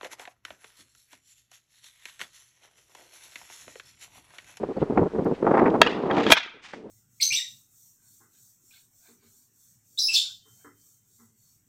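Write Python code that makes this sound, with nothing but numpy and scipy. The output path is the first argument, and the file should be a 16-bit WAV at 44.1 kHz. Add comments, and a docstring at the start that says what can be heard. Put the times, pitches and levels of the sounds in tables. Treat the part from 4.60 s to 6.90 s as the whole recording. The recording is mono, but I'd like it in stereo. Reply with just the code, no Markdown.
"""Backyard, icy shooting pad: a hockey stick slaps down, drags the puck and fires it into a net.
Each contact cracks and rings blade and shaft; the two hardest overload the microphone.
House and fence echo them. Ice scrapes and sprays, shoes scuff, the mesh rustles.
Wind buffets the microphone in short, dull gusts, over faint hiss.
Wind noise and hiss both go quiet briefly after the loud shot, then return."""
import sys
import numpy as np
from scipy import signal
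from scipy.fft import rfft, irfft, next_fast_len
from scipy.io import wavfile
from scipy.ndimage import uniform_filter1d, map_coordinates

SR = 44100
rng = np.random.default_rng(int(sys.argv[2]) if len(sys.argv) > 2 else 0)


def log_audio(samples):
    """Write samples as a 16-bit WAV file to the path given in sys.argv[1]."""
    # one column per channel
    frames = np.atleast_2d(samples).T
    # limit to full scale, then quantise
    limited = np.clip(frames, -1, 1)
    pcm = np.round(limited * 32767).astype(np.int16)
    wavfile.write(sys.argv[1], SR, pcm)


N = 101429

# wind at the microphone: time_s, rumble_db, flutter_db
WIND_LEVELS = [(0, -31.5, -66), (.14, -46, -58.5), (.26, -36, -49.5), (.35, -37.5, -49), (.385, -20, -33.5),
               (.435, -23.5, -33.5), (.475, -35, -48), (.49, -58, -79), (.53, -35, -68), (.58, -28, -65),
               (.635, -38.5, -58), (.68, -26, -43.5), (.725, -23.5, -60), (.75, -50, -55),
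               (.81, -37.5, -73.5), (.87, -19.5, -33), (.93, -25, -26.5), (1.02, -25, -24),
               (1.1, -20.5, -31), (1.2, -26, -42.5), (1.35, -32, -37), (1.45, -25, -34.5),
               (1.6, -27, -28.5), (1.65, -25.5, -39), (1.71, -20.5, -27.5), (1.75, -44, -59.5),
               (1.82, -63, -73.5), (2.12, -70, -90.5), (2.145, -45, -82.5), (2.3, -43, -56)]
# single buffets: start_s, length_s, rumble_db, flutter_db, crackle_db
BUFFETS = [(0.031, 0.0093, -23.5, -29, -68), (0.088, 0.033, -29, -45, -70), (0.166, 0.017, -25, -42.5, -68),
           (.217, .016, -18, -31.5, -55), (0.299, 0.011, -21, -37.5, -67), (0.319, 0.013, -24.5, -41, -74),
           (0.374, 0.0072, -16.5, -18, -31), (.392, .006, -17, -27, -45), (0.416, 0.018, -17.5, -41, -55),
           (0.457, 0.016, -23, -37, -67), (0.548, 0.016, -26, -41.5, -71), (.585, 0.012, -20.5, -33, -58),
           (0.618, 0.012, -25, -51, -68), (0.653, 0.021, -21, -33, -73), (0.711, 0.0098, -22.5, -36.5, -71),
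           (0.825, 0.0072, -18.5, -31, -63), (0.847, 0.0066, -17.5, -29, -50),
           (0.864, 0.017, -28, -19.5, -45), (0.91, 0.0071, -17, -21.5, -42.5),
           (0.94, 0.013, -18.5, -19.5, -34.5), (.971, 0.014, -30, -19.5, -31.5),
           (.991, 0.0048, -16.5, -14.5, -25), (1.014, .019, -15, -33, -44),
           (1.057, 0.0093, -18.5, -23.5, -28), (1.079, 0.0055, -18.5, -27, -33),
           (1.141, 0.021, -24.5, -23.5, -60), (1.207, 0.0042, -15, -24.5, -50),
           (1.261, 0.0052, -22, -37, -60), (1.499, .018, -31, -25, -34),
           (1.568, 0.047, -23.5, -25.5, -37.5), (1.854, 0.008, -44.5, -62, -80),
           (1.941, 0.034, -53, -75, -87), (2.135, 0.006, -39.5, -39.5, -38)]
# wind and hiss spectra (SIDE: left-right difference): freq_hz, relative_db
RUMBLE_SPECTRUM = [(20, -41.5), (60, -25.5), (110, -8), (200, 4.5), (300, 6.5), (450, 7.5), (650, -7.5),
                   (1000, -14), (1600, -43), (3000, -81)]
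FLUTTER_SPECTRUM = [(250, -32.5), (550, 7), (850, 7), (1300, -2), (1900, -16), (2600, -28.5), (3600, -37),
                    (6000, -49.5), (15000, -69.5)]
FLUTTER_SIDE_SPECTRUM = [(60, -59), (250, -19.5), (550, 3.5), (950, 5.5), (1500, -0.5), (2200, -9.5),
                         (3600, -27), (6000, -34), (12000, -44.5)]
CRACKLE_SPECTRUM = [(400, -32), (1200, -1), (1900, 6), (2600, -8.5), (3400, -27), (6000, -44), (12000, -57)]
AIR_SPECTRUM = [(30, 8), (300, 7), (1000, 2), (2000, -4), (4000, -14.5), (8000, -23.5), (12000, -36.5),
                (16000, -47)]
AIR_SIDE_SPECTRUM = [(100, -21.5), (1000, -2.5), (2000, -2.5), (4000, -3), (8000, -7), (16000, -24)]
# outdoor hiss: time_s, level_db
AIR_LEVEL = [(0, -49.5), (1.2, -47), (1.9, -68), (2.3, -59.5)]
# ticks and clacks: start_s, level_db, pitch_hz, decay_s, hiss_re_ring_db
TICKS = [(0.169, -53, 4450, 0.0065, -14.5), (.645, -63, 13700, .003, 10.5),
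         (1.2709, -11.5, 2880, 0.0028, -58)]
# shoe scuffs: peak_s, length_s, level_db
SCUFFS = [(0.213, 0.034, -51.5), (0.752, 0.029, -51.5), (1.104, 0.008, -43.5)]
# deep pushes of air: peak_s, length_s, level_db
PUSHES = [(0.227, 0.035, -25), (.40, 0.11, -29), (.592, 0.031, -32.5)]
# blade contacts: start_s, level_db, puck_share, crack_offset_db
BLOWS = [(1.2163, 1.5, 0, -8), (1.5126, -20.5, 0.6, -34), (1.6654, -14.5, 0.4, -21.5),
         (1.7024, -16, 0.6, -3.5), (1.7045, -14, 0.6, -1.5), (1.716, -11, 1, -4), (1.7206, 6, 1, -2.5),
         (1.733, -11.5, 1, -6.5)]
# blade and shaft modes: pitch_hz, t60_s, on_pad_db, on_puck_db
STICK_MODES = [(424, 0.024, 0, -13), (653, 0.025, 6, -0.5), (933, .028, 3.5, 1), (1311, .02, 7, 2),
               (1663, 0.043, -1.5, -1.5), (1862, 0.013, 6, -23.5), (2433, 0.033, -12.5, 2.5),
               (2630, 0.011, 7, -16.5), (3140, .02, -2, -5.5), (3244, 0.019, 5.5, 4.5),
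               (3760, 0.024, -11.5, -4), (4560, 0.034, -11, -19.5), (4660, 0.013, -35, -18.5),
               (6210, 0.0089, -12, -27.5)]
# pad modes: pitch_hz, t60_s, offset_db
PAD_MODES = [(130, .025, -26.5), (330, 0.0089, -21)]
# blade and puck scraping: time_s, level_db
DRAG_LEVEL = [(1.22, -54), (1.24, -38), (1.33, -44), (1.39, -53), (1.5, -53), (1.53, -41), (1.58, -38.5),
              (1.62, -37.5), (1.64, -33.5), (1.66, -38), (1.695, -34.5), (1.73, -39), (1.75, -59.5)]
# puck in the net: start_s, level_db, attack_s, decay_s
NET_HITS = [(2.016, -43.5, 0.04, 0.033), (2.085, -53, 0.0043, 0.055), (2.127, -50, 0.0072, 0.034)]
# contact and echo spectra: freq_hz, relative_db
CRACK_SPECTRUM = [(100, -19.5), (500, -2.5), (1500, 0.5), (3500, -1), (5500, -8), (9000, -23), (13000, -26),
                  (16000, -39.5)]
SCRAPE_SPECTRUM = [(400, -22), (1000, -10), (2000, -1.5), (3400, -3), (4800, -12.5), (7000, -19.5),
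                   (10000, -41), (15000, -55.5)]
SPRAY_SPECTRUM = [(2000, -20), (5000, 5), (8000, -1), (12500, 0), (14000, -13), (16000, -17)]
NET_SPECTRUM = [(300, -20), (900, -2), (2200, 3.5), (4000, -4), (6000, -6), (8500, -16.5), (12000, -40)]
YARD_SPECTRUM = [(150, -16), (500, -17.5), (1000, -3), (2000, 3), (3500, 0), (6000, 3), (9000, -10.5),
                 (14000, -42)]
# wall echoes: delay_s, smear_s, level_db
ECHOES = [(0.013, 0.003, -24), (0.0469, 0.0041, -25), (0.0544, .006, -25.5), (.077, .009, -36),
          (0.109, 0.019, -38.5)]
# phase lead of the left microphone port: freq_hz, lead_rad
PORT_PHASE = [(0, 0), (1300, -1.1), (2500, 0.45), (4000, 1.1), (5500, 1.65), (10000, 1.8), (14000, 2.1)]
# stereo width as the blade moves off axis: time_s, side_db
BLADE_WIDTH = [(1.22, -8.5), (1.7, -0.5)]


def undb(db):
    """Decibels to gain."""
    return 10 ** (np.asarray(db) / 20)


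def curve(table, column=1):
    """Table column, interpolated linearly in time."""
    rows = np.array(table)
    return np.interp(np.arange(N) / SR, rows[:, 0], rows[:, column])


def colour(x, spectrum):
    """Minimum-phase filter; white noise keeps its power."""
    size = 2 * next_fast_len(N)
    hz, db = np.array(spectrum).T
    bins_hz = np.arange(size // 2 + 1) * SR / size
    gain = undb(np.interp(np.log(bins_hz + 1), np.log(hz), db))
    gain /= np.sqrt(np.mean(gain ** 2))
    cepstrum = irfft(np.log(gain))
    cepstrum[1:size // 2] *= 2
    cepstrum[size // 2 + 1:] = 0
    return irfft(rfft(x, size) * np.exp(rfft(cepstrum)))[..., :N]


def grains(rate_per_s, spread_db):
    """Random pulses of uneven size, rms 1."""
    pulses = (rng.random(N) < rate_per_s / SR) * rng.choice([-1, 1], N)
    pulses = pulses * undb(spread_db * rng.standard_normal(N))
    return pulses / pulses.std()


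def flicker(rate_hz=90, step_db=3):
    """Quick random level swings, as a gain."""
    hold = int(SR / rate_hz)
    steps = np.repeat(rng.standard_normal(N // hold + 1), hold)[:N]
    return undb(step_db * uniform_filter1d(steps, hold // 2))


def swells(t, table):
    """Sum of bell-shaped envelopes."""
    return sum(undb(db) * np.exp(-(2 * (t - peak_s) / length_s) ** 2) for peak_s, length_s, db in table)


def stereo(mid, side):
    """Mid/side to left/right."""
    return np.array([mid + side, mid - side])


def eddies(mid_spectrum, side_spectrum, rate_per_s, side_gain):
    """Eddies thump the microphone: filtered pulses, levelled over 10 ms."""
    def stream(spectrum):
        thumps = colour(grains(rate_per_s, spread_db=4), spectrum)
        return thumps / np.sqrt(uniform_filter1d(thumps ** 2, size=440) + 1e-6)
    return stereo(stream(mid_spectrum), side_gain * stream(side_spectrum))


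def wind(t, rise_s=0.002, fall_s=0.004):
    """Gusts rumble and flutter on the microphone; sudden buffets add crackle."""
    swing = flicker()
    buffets = np.zeros((3, N))
    for start_s, length_s, *levels_db in BUFFETS:
        rise = np.clip((t - start_s) / rise_s + 0.5, 0, 1)
        fall = np.exp(-np.maximum(t - start_s - length_s, 0) / fall_s)
        buffets += np.outer(undb(levels_db), rise * fall)
    rumble_buffets, flutter_buffets, crackle_gain = buffets
    rumble_gain = np.hypot(swing * undb(curve(WIND_LEVELS, column=1)), rumble_buffets)
    flutter_gain = np.hypot(swing * undb(curve(WIND_LEVELS, column=2)), flutter_buffets)
    rumble = eddies(RUMBLE_SPECTRUM, RUMBLE_SPECTRUM, rate_per_s=700, side_gain=0.039)
    flutter = eddies(FLUTTER_SPECTRUM, FLUTTER_SIDE_SPECTRUM, rate_per_s=1300, side_gain=0.44)
    crackle = eddies(CRACKLE_SPECTRUM, CRACKLE_SPECTRUM, rate_per_s=600, side_gain=0.44)
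    return rumble * rumble_gain + flutter * flutter_gain + crackle * crackle_gain


def air(side_db=-13.5):
    """Faint outdoor hiss, wide in the treble."""
    mid, side = rng.standard_normal((2, N))
    hiss = stereo(colour(mid, AIR_SPECTRUM), undb(side_db) * colour(side, AIR_SIDE_SPECTRUM))
    return hiss * undb(curve(AIR_LEVEL))


def ticks(t, rise_s=0.0013):
    """Bright ticks and clacks: short ring plus hiss."""
    hiss = colour(rng.standard_normal(N), SPRAY_SPECTRUM)
    out = np.zeros(N)
    for start_s, db, hz, decay_s, hiss_db in TICKS:
        age_s = np.maximum(t - start_s, 0)
        envelope = undb(db) * np.minimum(age_s / rise_s, 1) * np.exp(-age_s / decay_s)
        out += envelope * (np.sin(2 * np.pi * hz * age_s) + undb(hiss_db) * hiss)
    return out


def shoes(t):
    """Soles shift on gritty ice."""
    return colour(rng.standard_normal(N), SCRAPE_SPECTRUM) * swells(t, SCUFFS)


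def pushes(t, band_hz=(82, 256)):
    """Broad gusts press on the microphone: deep, soft thumps."""
    bandpass = signal.butter(2, band_hz, "bandpass", fs=SR, output="sos")
    rumble = signal.sosfilt(bandpass, rng.standard_normal(N))
    return rumble / rumble.std() * swells(t, PUSHES)


def stick(t, ring_db=-6.5, crack_decay_s=0.0034):
    """Contacts crack and ring the stick; pad or puck sets the mix of modes."""
    out = np.zeros(N)
    noise = colour(rng.standard_normal(N), CRACK_SPECTRUM)
    for start_s, db, puck_share, crack_db in BLOWS:
        onset = int(start_s * SR)
        age_s = t[:min(SR // 6, N - onset)]
        span = slice(onset, onset + len(age_s))
        ring = 0
        for k, (hz, t60_s, pad_db, puck_db) in enumerate(STICK_MODES):
            mode_db = pad_db + puck_share * (puck_db - pad_db)
            ring += (-1) ** k * undb(mode_db - 60 * age_s / t60_s) * np.sin(2 * np.pi * hz * age_s)
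        crack = noise[span] * np.exp(-age_s / crack_decay_s)
        out[span] += undb(db) * (undb(ring_db) * ring + undb(crack_db) * crack)
    return out


def pad(t):
    """The pad thuds under each blow, too low and weak to echo."""
    out = np.zeros(N)
    for start_s, db, _, _ in BLOWS:
        age_s = np.maximum(t - start_s, 0)
        for hz, t60_s, offset_db in PAD_MODES:
            out += undb(db + offset_db - 60 * age_s / t60_s) * np.sin(2 * np.pi * hz * age_s)
    return out


def drag():
    """Blade and puck scrape over ice grains."""
    level_db = curve(DRAG_LEVEL)
    sliding = level_db > max(DRAG_LEVEL[0][1], DRAG_LEVEL[-1][1])
    scrape = colour(grains(rate_per_s=2600, spread_db=2), SCRAPE_SPECTRUM)
    return scrape * undb(level_db) * sliding * flicker()


def yard(x, t, tail_db=-26.5, build_s=0.031, split_hz=3300, low_t60_s=0.59, high_t60_s=0.39):
    """Smeared echoes off house and fence, then a diffuse tail; treble dies first."""
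    echo_power = np.zeros(N)
    for delay_s, smear_s, db in ECHOES:
        burst = (t > delay_s) * np.exp(-2 * np.abs(t - delay_s) / smear_s)
        echo_power += undb(db) ** 2 * burst / burst.sum()
    early, late = colour(rng.standard_normal((2, N)), YARD_SPECTRUM)
    low = signal.sosfiltfilt(signal.butter(2, split_hz, fs=SR, output="sos"), late)
    tail = low * undb(-60 * t / low_t60_s) + (late - low) * undb(-60 * t / high_t60_s)
    tail *= np.clip(t / build_s, 0, 1)
    response = early * np.sqrt(echo_power) + undb(tail_db) * tail / np.linalg.norm(tail)
    return signal.fftconvolve(x, response)[:N]


def blur_echoes(x, t, rate_hz=60, step_s=0.0005):
    """A small random delay wobble blurs the echoes into a diffuse tail."""
    hold = int(SR / rate_hz)
    steps = np.repeat(rng.standard_normal(N // hold + 1), hold)[:N]
    shift_s = step_s * uniform_filter1d(steps, hold)
    return map_coordinates(x, [(t + shift_s) * SR], mode="nearest")


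def spray(t, peak_s=1.724, slope_s=0.006, level_db=-11):
    """Brief bright hiss as the blade whips off the ice."""
    envelope = undb(level_db) * np.exp(-np.abs(t - peak_s) / slope_s)
    return colour(rng.standard_normal(N), SPRAY_SPECTRUM) * envelope


def net(t):
    """The mesh rustles as it catches the puck and swings back."""
    envelope = np.zeros(N)
    for start_s, db, attack_s, decay_s in NET_HITS:
        rise = np.clip((t - start_s) / attack_s, 0, 1)
        fall = np.exp(-np.maximum(t - start_s - attack_s, 0) / decay_s)
        envelope += undb(db) * rise * fall
    return colour(grains(rate_per_s=2500, spread_db=1), NET_SPECTRUM) * envelope


def ports(x, side_gain=1):
    """Treble reaches the two microphone ports out of phase."""
    bins_hz = np.arange(N + 1) * SR / (2 * N)
    half_lead_rad = np.interp(bins_hz, *np.array(PORT_PHASE).T) / 2
    spectrum = rfft(x, 2 * N)
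    mid = irfft(spectrum * np.cos(half_lead_rad))[:N]
    side = irfft(1j * spectrum * np.sin(half_lead_rad))[:N]
    return stereo(mid, side_gain * side)


def scene():
    """Stick, puck and net in the yard; wind on the microphone."""
    t = np.arange(N) / SR
    blade = stick(t) + drag()
    direct = ports(blade + spray(t), side_gain=undb(curve(BLADE_WIDTH)))
    echoes = blur_echoes(yard(blade, t), t)
    surroundings = ports(echoes + net(t) + shoes(t))
    return direct + surroundings + pad(t) + ticks(t) + wind(t) + pushes(t) + air()


def record(dry, mono_below_hz=180, top_hz=15800):
    """The recorder soft-clips the cracks, centres the bass and cuts the top."""
    left, right = dry / (1 + np.abs(dry) ** 8) ** (1 / 8)
    highpass = signal.butter(2, mono_below_hz, "highpass", fs=SR, output="sos")
    lowpass = signal.ellip(8, 0.2, 70, top_hz, fs=SR, output="sos")
    side = signal.sosfiltfilt(highpass, (left - right) / 2)
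    return signal.sosfilt(lowpass, stereo((left + right) / 2, side))


dry = scene()
out = record(dry)
log_audio(out)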